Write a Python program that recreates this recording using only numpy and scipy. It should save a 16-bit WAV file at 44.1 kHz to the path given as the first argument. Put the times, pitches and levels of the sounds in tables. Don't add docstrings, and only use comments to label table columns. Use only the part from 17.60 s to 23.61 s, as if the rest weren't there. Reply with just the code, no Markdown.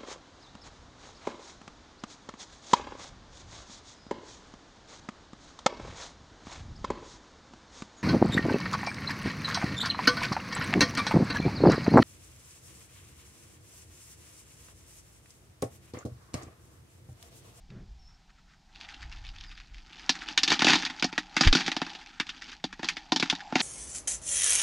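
import sys
import numpy as np
from scipy import signal
from scipy.io import wavfile
from scipy.ndimage import uniform_filter1d

SR = 44100
rng = np.random.default_rng(int(sys.argv[2]) if len(sys.argv) > 2 else 0)


def wav_record(signal):
    frames = np.transpose(np.atleast_2d(signal))
    bounded = np.clip(frames, -1, 1)
    quanta = np.round(bounded * 32767).astype(np.int16)
    wavfile.write(sys.argv[1], SR, quanta)


N = 265261

# pitch_hz, relative_level_db, t60_s
BOOM_MODES = [(182.1, -16, 0.51), (266.6, 7, 0.073), (310, 7.5, 0.072)]
# time_s, rattle_level_db, wall_hum_level_db
HAND_WORK = [(.45, -71, -85), (.92, -63.5, -85), (1.03, -75, -88), (1.2, -57.5, -58), (1.8, -63, -68.5),
             (2.1, -65.5, -80.5), (2.5, -50, -55.5), (3.25, -47, -50.5), (3.6, -56, -59.5),
             (4.3, -49.5, -51), (4.55, -59.5, -67.5), (4.9, -50, -61.5), (5.02, -66, -70.5),
             (5.5, -61, -58), (5.85, -60.5, -50.5)]
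CRACK = dict(snap_t60=0.004, tail_db=-22)


def gain_of(db):
    return 10 ** (np.asarray(db) / 20)


def evened(x):
    return x / np.sqrt(np.mean(x ** 2) + 1e-20)


def along(rows, axis=1):
    table = np.transpose(rows)
    return np.interp(np.arange(N) / SR, table[0], table[axis], left=-120)


def noise_drift(length, window):
    return evened(uniform_filter1d(rng.standard_normal(length), window))


def coloured(x, points):
    point_hz, point_db = np.transpose(points)
    hz = np.abs(np.fft.fftfreq(8192, 1 / SR))
    gain_db = np.interp(np.log(hz + 1), np.log(point_hz), point_db)
    log_gain = np.log(gain_of(np.maximum(gain_db, -100)))
    taps = np.fft.ifft(np.exp(np.conj(signal.hilbert(log_gain)))).real[:4096]
    return signal.oaconvolve(x, taps)[:len(x)]


def resonate(x, hz, width):
    r = np.exp(-np.pi * width / SR)
    return signal.lfilter([1 - r, 0, r - 1], [1, -2 * r * np.cos(2 * np.pi * hz / SR), r * r], x)


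def ring(modes, chance=np.zeros(8), detune=0):
    mode_spread_db = 3
    t = np.arange(SR // 6) / SR
    x = np.zeros(len(t))
    for (hz, db, t60), level_chance, pitch_chance in zip(modes, chance, chance[::-1]):
        decay = gain_of(db + mode_spread_db * level_chance - 60 * t / t60)
        x += decay * np.sin(2 * np.pi * hz * (1 + detune * pitch_chance) * t)
    x = signal.sosfilt(signal.butter(5, 160, "high", fs=SR, output="sos"), x)
    return x / abs(x).max()


def add(mix, s, sound):
    part = mix[round(s * SR):][:len(sound)]
    part += sound[:len(part)]


def burst(noise, hz, snap_t60=0.021, tail_db=-6, force_db=-30):
    # frequency_hz, gain_db
    strike_colour = [(520, -37.5), (1000, -8), (1450, -5.5), (3700, -2.5), (5500, -4.5), (6800, -12),
                     (8700, -32), (10000, -34), (13500, -57), (15500, -86)]
    # pitch_hz, relative_level_db, t60_s
    rim_modes = [(1840, 12, 0.045), (2680, 7, 0.03), (3700, 11, 0.03), (4830, 9, 0.03)]
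    slap_s, slap_db = 0.00996, -14
    tail_t60, tail_rise = 0.092, 0.0019
    rim_db, pitch_db = -12, -4
    edge_db, edge_per_db = -1, 0.44

    t = np.arange(len(noise)) / SR
    snap = np.minimum(t / 0.00035, 1) * gain_of(-60 * t / snap_t60)
    echo = gain_of(slap_db) * np.interp(t - slap_s, t, snap, left=0)
    tail = gain_of(tail_db - 60 * t / tail_t60) * np.minimum(t / tail_rise, 1)
    x = noise * (snap + echo + tail)
    rim = signal.oaconvolve(x, ring(rim_modes, noise[-10:], 0.032))[:len(x)]
    pitch = resonate(x, hz, 0.38 * hz)
    x = evened(x) + gain_of(rim_db) * evened(rim) + gain_of(pitch_db) * evened(pitch)
    x = coloured(x, strike_colour)
    edge = np.convolve(x, [1, -4, 6, -4, 1], "same")
    x = x + gain_of(edge_db + edge_per_db * force_db) * edge
    return x / (3 * np.std(x[:200]))


def bucket(noise, modes):
    roughness = 0.3
    scuff = (np.abs(noise[:130]) + 5.75 * noise[130:260]) * np.hanning(130)
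    x = signal.oaconvolve(scuff, ring(modes, noise[300:310], 0.02))[:6000]
    x = signal.sosfilt(signal.butter(4, 1.35 * modes[-1][0], fs=SR, output="sos"), x)
    x = x * np.minimum(np.arange(len(x)) / SR * modes[0][0], 1)
    unevenness = evened(signal.oaconvolve(noise[:6000], np.hanning(400), "same"))
    x = x * (1 + roughness * unevenness)
    return x / (2 * np.std(x[:900]))


def kernels():
    # start_s, peak_db, bucket_re_peak_db, brightest_pitch_hz
    kernel_hits = [(2.493, -7, -21.5, 4070), (2.776, -6, -32.5, 3100), (2.833, -7.5, -30, 4700),
                   (2.8768, -13, -26, 3470), (2.903, -10.5, -23, 3460), (2.9166, -10.5, -13.5, 1870),
                   (2.9923, -13.5, -21, 3260), (3.0192, -9, -13.5, 1770), (3.045, -7.5, -15.5, 3360),
                   (3.068, -8, -13.5, 1800), (3.0828, -7, -16, 1920), (3.099, -23, -19, 4700),
                   (3.115, -40, -7, 4470), (3.1327, -8.5, -14.5, 1920), (3.1536, -12.5, -14.5, 3700),
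                   (3.2303, -27, -10.5, 2600), (3.2504, -16, -38, 4160), (3.2631, -20, -22, 2000),
                   (3.2987, -24.5, -16.5, 1920), (3.3962, -25, -42, 3660), (3.4239, -12, -15, 2310),
                   (3.4426, -13.5, -11.5, 4970), (3.5269, -26.5, -12.5, 2080), (3.5786, -12, -18.5, 1770),
                   (3.7657, -9.5, -18, 1880), (3.809, -6.5, -14, 4800), (3.8337, -14, -37, 1850),
                   (3.8734, -8.5, -20, 1870), (3.927, -7, -16, 3730), (3.9504, -9.5, -10, 4600),
                   (3.9686, -14, -32, 1960), (4.0064, -18.5, -19, 1980), (4.063, -20.5, -26, 3760),
                   (4.0786, -15, -13, 1850), (4.1166, -16, -22, 1960), (4.1651, -17, -12.5, 3940),
                   (4.2165, -18.5, -8.5, 1760), (4.2652, -29.5, -14, 1460), (4.35, -30, -19, 3050),
                   (4.599, -14, -18.5, 1800), (4.691, -24, -29, 2980), (5.0403, -18, -11, 3700),
                   (5.1271, -28, -21, 1770), (5.1932, -33, -4.5, 1600), (5.2298, -23, -11, 1720),
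                   (5.244, -21.5, -16, 3940), (5.2865, -11.5, -60, 2100), (5.368, -22.5, -22, 1930),
                   (5.52, -10.5, -9.5, 4230), (5.5607, -12, -16.5, 4130), (5.598, -14.5, -21, 3900),
                   (5.6257, -12, -12, 2180), (5.6987, -9, -33, 3060), (5.7255, -25.5, -3, 1240),
                   (5.9242, -30, 1.5, 1390), (5.955, -9.5, -10, 2070), (6.0027, -13, -19, 3760)]
    # pitch_hz, relative_level_db, t60_s
    wall_modes = [(770, 5, 0.065), (892, 9, 0.045), (1020, 5, 0.04), (1180, 2, 0.03), (1400, 2, 0.03)]
    hard_per_db = 0.36
    wall_db = -1

    out, noise = np.zeros(N), rng.standard_normal((len(kernel_hits), SR // 6))
    for (s, db, bucket_db, hz), z in zip(kernel_hits, noise):
        force_db = db - 7.5 - hard_per_db * (bucket_db + 22)
        add(out, s, gain_of(db) * burst(z, hz, force_db=force_db))
        add(out, s, gain_of(db + bucket_db) * bucket(z[::-1], BOOM_MODES))
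        add(out, s, gain_of(db + bucket_db + wall_db) * bucket(z[999:], wall_modes))
    return out


def crackles():
    # start_s, peak_db
    cob_cracks = [(1.159, -37.5), (1.211, -32.5), (1.233, -40.5), (1.248, -37), (1.289, -34.5),
                  (1.305, -38.5), (1.344, -35), (1.408, -45), (1.4288, -33.5), (1.5255, -34),
                  (1.571, -41.5), (1.65, -37), (1.667, -36), (1.69, -35), (1.763, -40), (1.785, -38),
                  (1.81, -34), (1.8384, -36), (1.846, -39.5), (1.893, -43), (1.9158, -38.5), (1.953, -48),
                  (1.9768, -36.5), (2.001, -37), (2.145, -40.5), (2.1819, -41.5), (2.3302, -37),
                  (2.3956, -35), (2.554, -29.5), (2.62, -29.5), (2.6868, -22.5), (3.007, -17.5),
                  (3.2236, -23), (3.782, -24), (3.868, -23), (4.302, -31.5), (4.4151, -37.5), (4.4613, -36),
                  (4.668, -33.5), (4.8218, -28.5), (4.843, -38), (4.874, -59), (4.902, -40), (4.918, -34.5),
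                  (4.93, -35), (5.658, -31), (5.7516, -26.5), (5.8048, -30)]
    clump_s, clump_db = 0.006, -11

    out, noise = np.zeros(N), rng.standard_normal((len(cob_cracks), SR // 10))
    for (s, db), z in zip(cob_cracks, noise):
        hz = 2300 * np.exp(0.25 * z[0])
        add(out, s, gain_of(db) * burst(z, hz, **CRACK))
        lesser = burst(z[::-1], hz, **CRACK)
        for offset, size in z[1:11].reshape(-1, 2):
            lesser_gain = np.sign(size) * gain_of(db + clump_db + 2.7 * size)
            add(out, s + clump_s * offset, lesser_gain * lesser)
    return out


def showers():
    # peak_s, level_db, fall_db_per_s
    twists = [(2.71, -42, 402), (2.926, -23.5, 359), (3.096, -18.5, 178), (3.843, -25, 428),
              (3.979, -31, 137), (5.26, -41.5, 94), (5.65, -42.5, 89), (6.01, -28.5, 147)]
    rise_db_per_s = 302
    t = np.arange(N) / SR
    power = np.zeros(N)
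    for s, db, fall in twists:
        drop_db = np.maximum(rise_db_per_s * (s - t), fall * (t - s))
        power += gain_of(db - drop_db) ** 2
    return np.sqrt(power)


def rattle():
    rate_per_s, spread_db, boom_db = 900, 8, -30
    twist_s = 1.12

    struck = rng.random(N) < rate_per_s / SR
    size = gain_of(spread_db * np.minimum(rng.exponential(1, N), 3)) * struck
    from_hands = evened(size) * gain_of(along(HAND_WORK))
    from_showers = evened(np.sqrt(size)) * showers()
    size = np.hypot(from_hands, from_showers) * (np.arange(N) > twist_s * SR)

    shape, noise = rng.integers(0, 12, N), rng.standard_normal((12, SR // 10))
    strikes = np.zeros(N)
    for k, hz in enumerate(np.geomspace(1500, 5500, num=len(noise))):
        strike = burst(noise[k], hz, **CRACK)
        strikes += signal.oaconvolve(size * (shape == k), strike / np.linalg.norm(strike))[:N]
    taps = size * rng.choice([-1., 1.], N)
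    return strikes + gain_of(boom_db) * signal.oaconvolve(taps, ring(BOOM_MODES))[:N]


def scrape():
    hz, width, shower_hum_db = 818, 202, -11
    hum = resonate(resonate(rng.standard_normal(N), hz, width), hz, width)
    gain = np.hypot(gain_of(along(HAND_WORK, axis=2)), gain_of(shower_hum_db) * showers())
    return gain * evened(hum)


def swish():
    # frequency_hz, gain_db
    glove_colour = [(600, -35), (1300, 4), (2500, -4), (5000, -12), (7500, -18), (12000, -56)]
    swish_db, patch_db = -8.5, 6.2
    level_db = along(HAND_WORK) + swish_db + patch_db * noise_drift(N, 1500)
    return gain_of(level_db) * evened(coloured(rng.standard_normal(N), glove_colour))


def rumble():
    # frequency_hz, gain_db
    metal_colour = [(110, -12.5), (170, 33), (260, -11), (500, -72.5)]
    rumble_db = -17.5
    return gain_of(rumble_db) * showers() * evened(coloured(rng.standard_normal(N), metal_colour))


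def jolt():
    # start_s, pitch_hz, level_before_sign_gain_db, signed_gain, t60_s
    mount_modes = [(3.855, 42, -20.5, -1, 0.064), (3.8691, 74, -4, 0.92, 0.06),
                   (3.879, 20.3, -8, -0.77, 0.36)]
    end_s = 3.935
    out = np.zeros(N)
    for s, hz, db, sign, t60 in mount_modes:
        t = np.arange(0, end_s - s, 1 / SR)
        settle = np.clip((t[-1] - t) / 0.012, 0, 1)
        add(out, s, sign * gain_of(db - 60 * t / t60) * np.sin(2 * np.pi * hz * t) * settle)
    return out


def knock():
    # pitch_hz, width_hz, relative_level_db
    knock_modes = [(120, 130, 7), (185, 45, -4), (369, 32, -1), (1050, 1200, -9.5)]
    start_s, level_db, rise_s = 0.084, -47, 0.037
    hold_s, fall_db_per_s = 0.11, 198

    z, t = rng.standard_normal(N), np.arange(N) / SR - start_s
    rings = np.zeros(N)
    for hz, width, db in knock_modes:
        rings += gain_of(db) * evened(resonate(resonate(z, hz, width), hz, width))
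    fade_db = fall_db_per_s * np.maximum(t - hold_s, 0)
    out = np.clip(t / rise_s, 0, 1) * gain_of(level_db - fade_db) * evened(rings)
    add(out, 0.102, gain_of(-46) * burst(z[:SR // 6], 1800))
    return out


def bird():
    # time_s, pitch_hz, level_db
    chirps = [
        [(.378, 5750, -70), (.40, 5470, -67), (.45, 5300, -70), (.478, 5340, -61.5), (.51, 5860, -66)],
        [(1.83, 5500, -69), (1.875, 5000, -61), (1.895, 4630, -52)],
        [(1.93, 4980, -83), (2.02, 4000, -62)],
        [(5.82, 7250, -76), (5.91, 7500, -78)],
    ]
    out = np.zeros(N)
    for rows in chirps:
        s, hz, db = np.transpose(rows)
        t = np.arange(s[0], s[-1], 1 / SR)
        level_db = np.interp(t, s, db) + 3.3 * noise_drift(len(t), 250)
        tone = np.sin(2 * np.pi * np.cumsum(np.interp(t, s, hz)) / SR)
        tone *= np.sqrt(2) * gain_of(level_db) * signal.windows.tukey(len(t), 0.3)
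        for delay_s, echo_db in [(0, 0), (0.028, -6), (0.068, -7)]:
            add(out, s[0] + delay_s, gain_of(echo_db) * tone)
    return out


def wind():
    # time_s, level_db
    gusts = [(0, -58), (.3, -43.5), (.6, -60), (1.05, -61.5), (1.38, -53), (1.44, -39.5), (1.6, -44),
             (1.8, -47), (1.98, -53.5), (2.1, -48.5), (2.4, -58.5), (3.2, -61), (4.2, -63), (6.01, -61)]
    # frequency_hz, gain_db
    wind_colour = [(12, -16.5), (30, 4), (60, -6.5), (100, -17.5), (170, -26.5), (300, -72), (600, -100)]
    level_db = along(gusts) + 0.2 * noise_drift(N, 2500)
    return gain_of(level_db) * evened(coloured(rng.standard_normal(N), wind_colour))


def yard():
    # frequency_hz, gain_db
    yard_colour = [(70, -21.5), (170, -1), (260, -12.5), (520, -26.5), (780, -11.5), (1150, -23.5),
                   (2000, -22.5), (5000, -21), (7200, -28.5), (9500, -43), (15500, -51)]
    level_db = -65.5 + 0.2 * noise_drift(N, 6000)
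    return gain_of(level_db) * evened(coloured(rng.standard_normal(N), yard_colour))


def scene():
    corn = kernels() + crackles() + rattle() + scrape() + swish() + rumble()
    mono = corn + jolt() + knock() + bird() + wind() + yard()
    return np.array([mono, mono])


def record(dry):
    low_pass = signal.firwin(511, 15700, window=("kaiser", 9), fs=SR)
    return signal.oaconvolve(dry, low_pass[None], "same")


dry = scene()
out = record(dry)
wav_record(out)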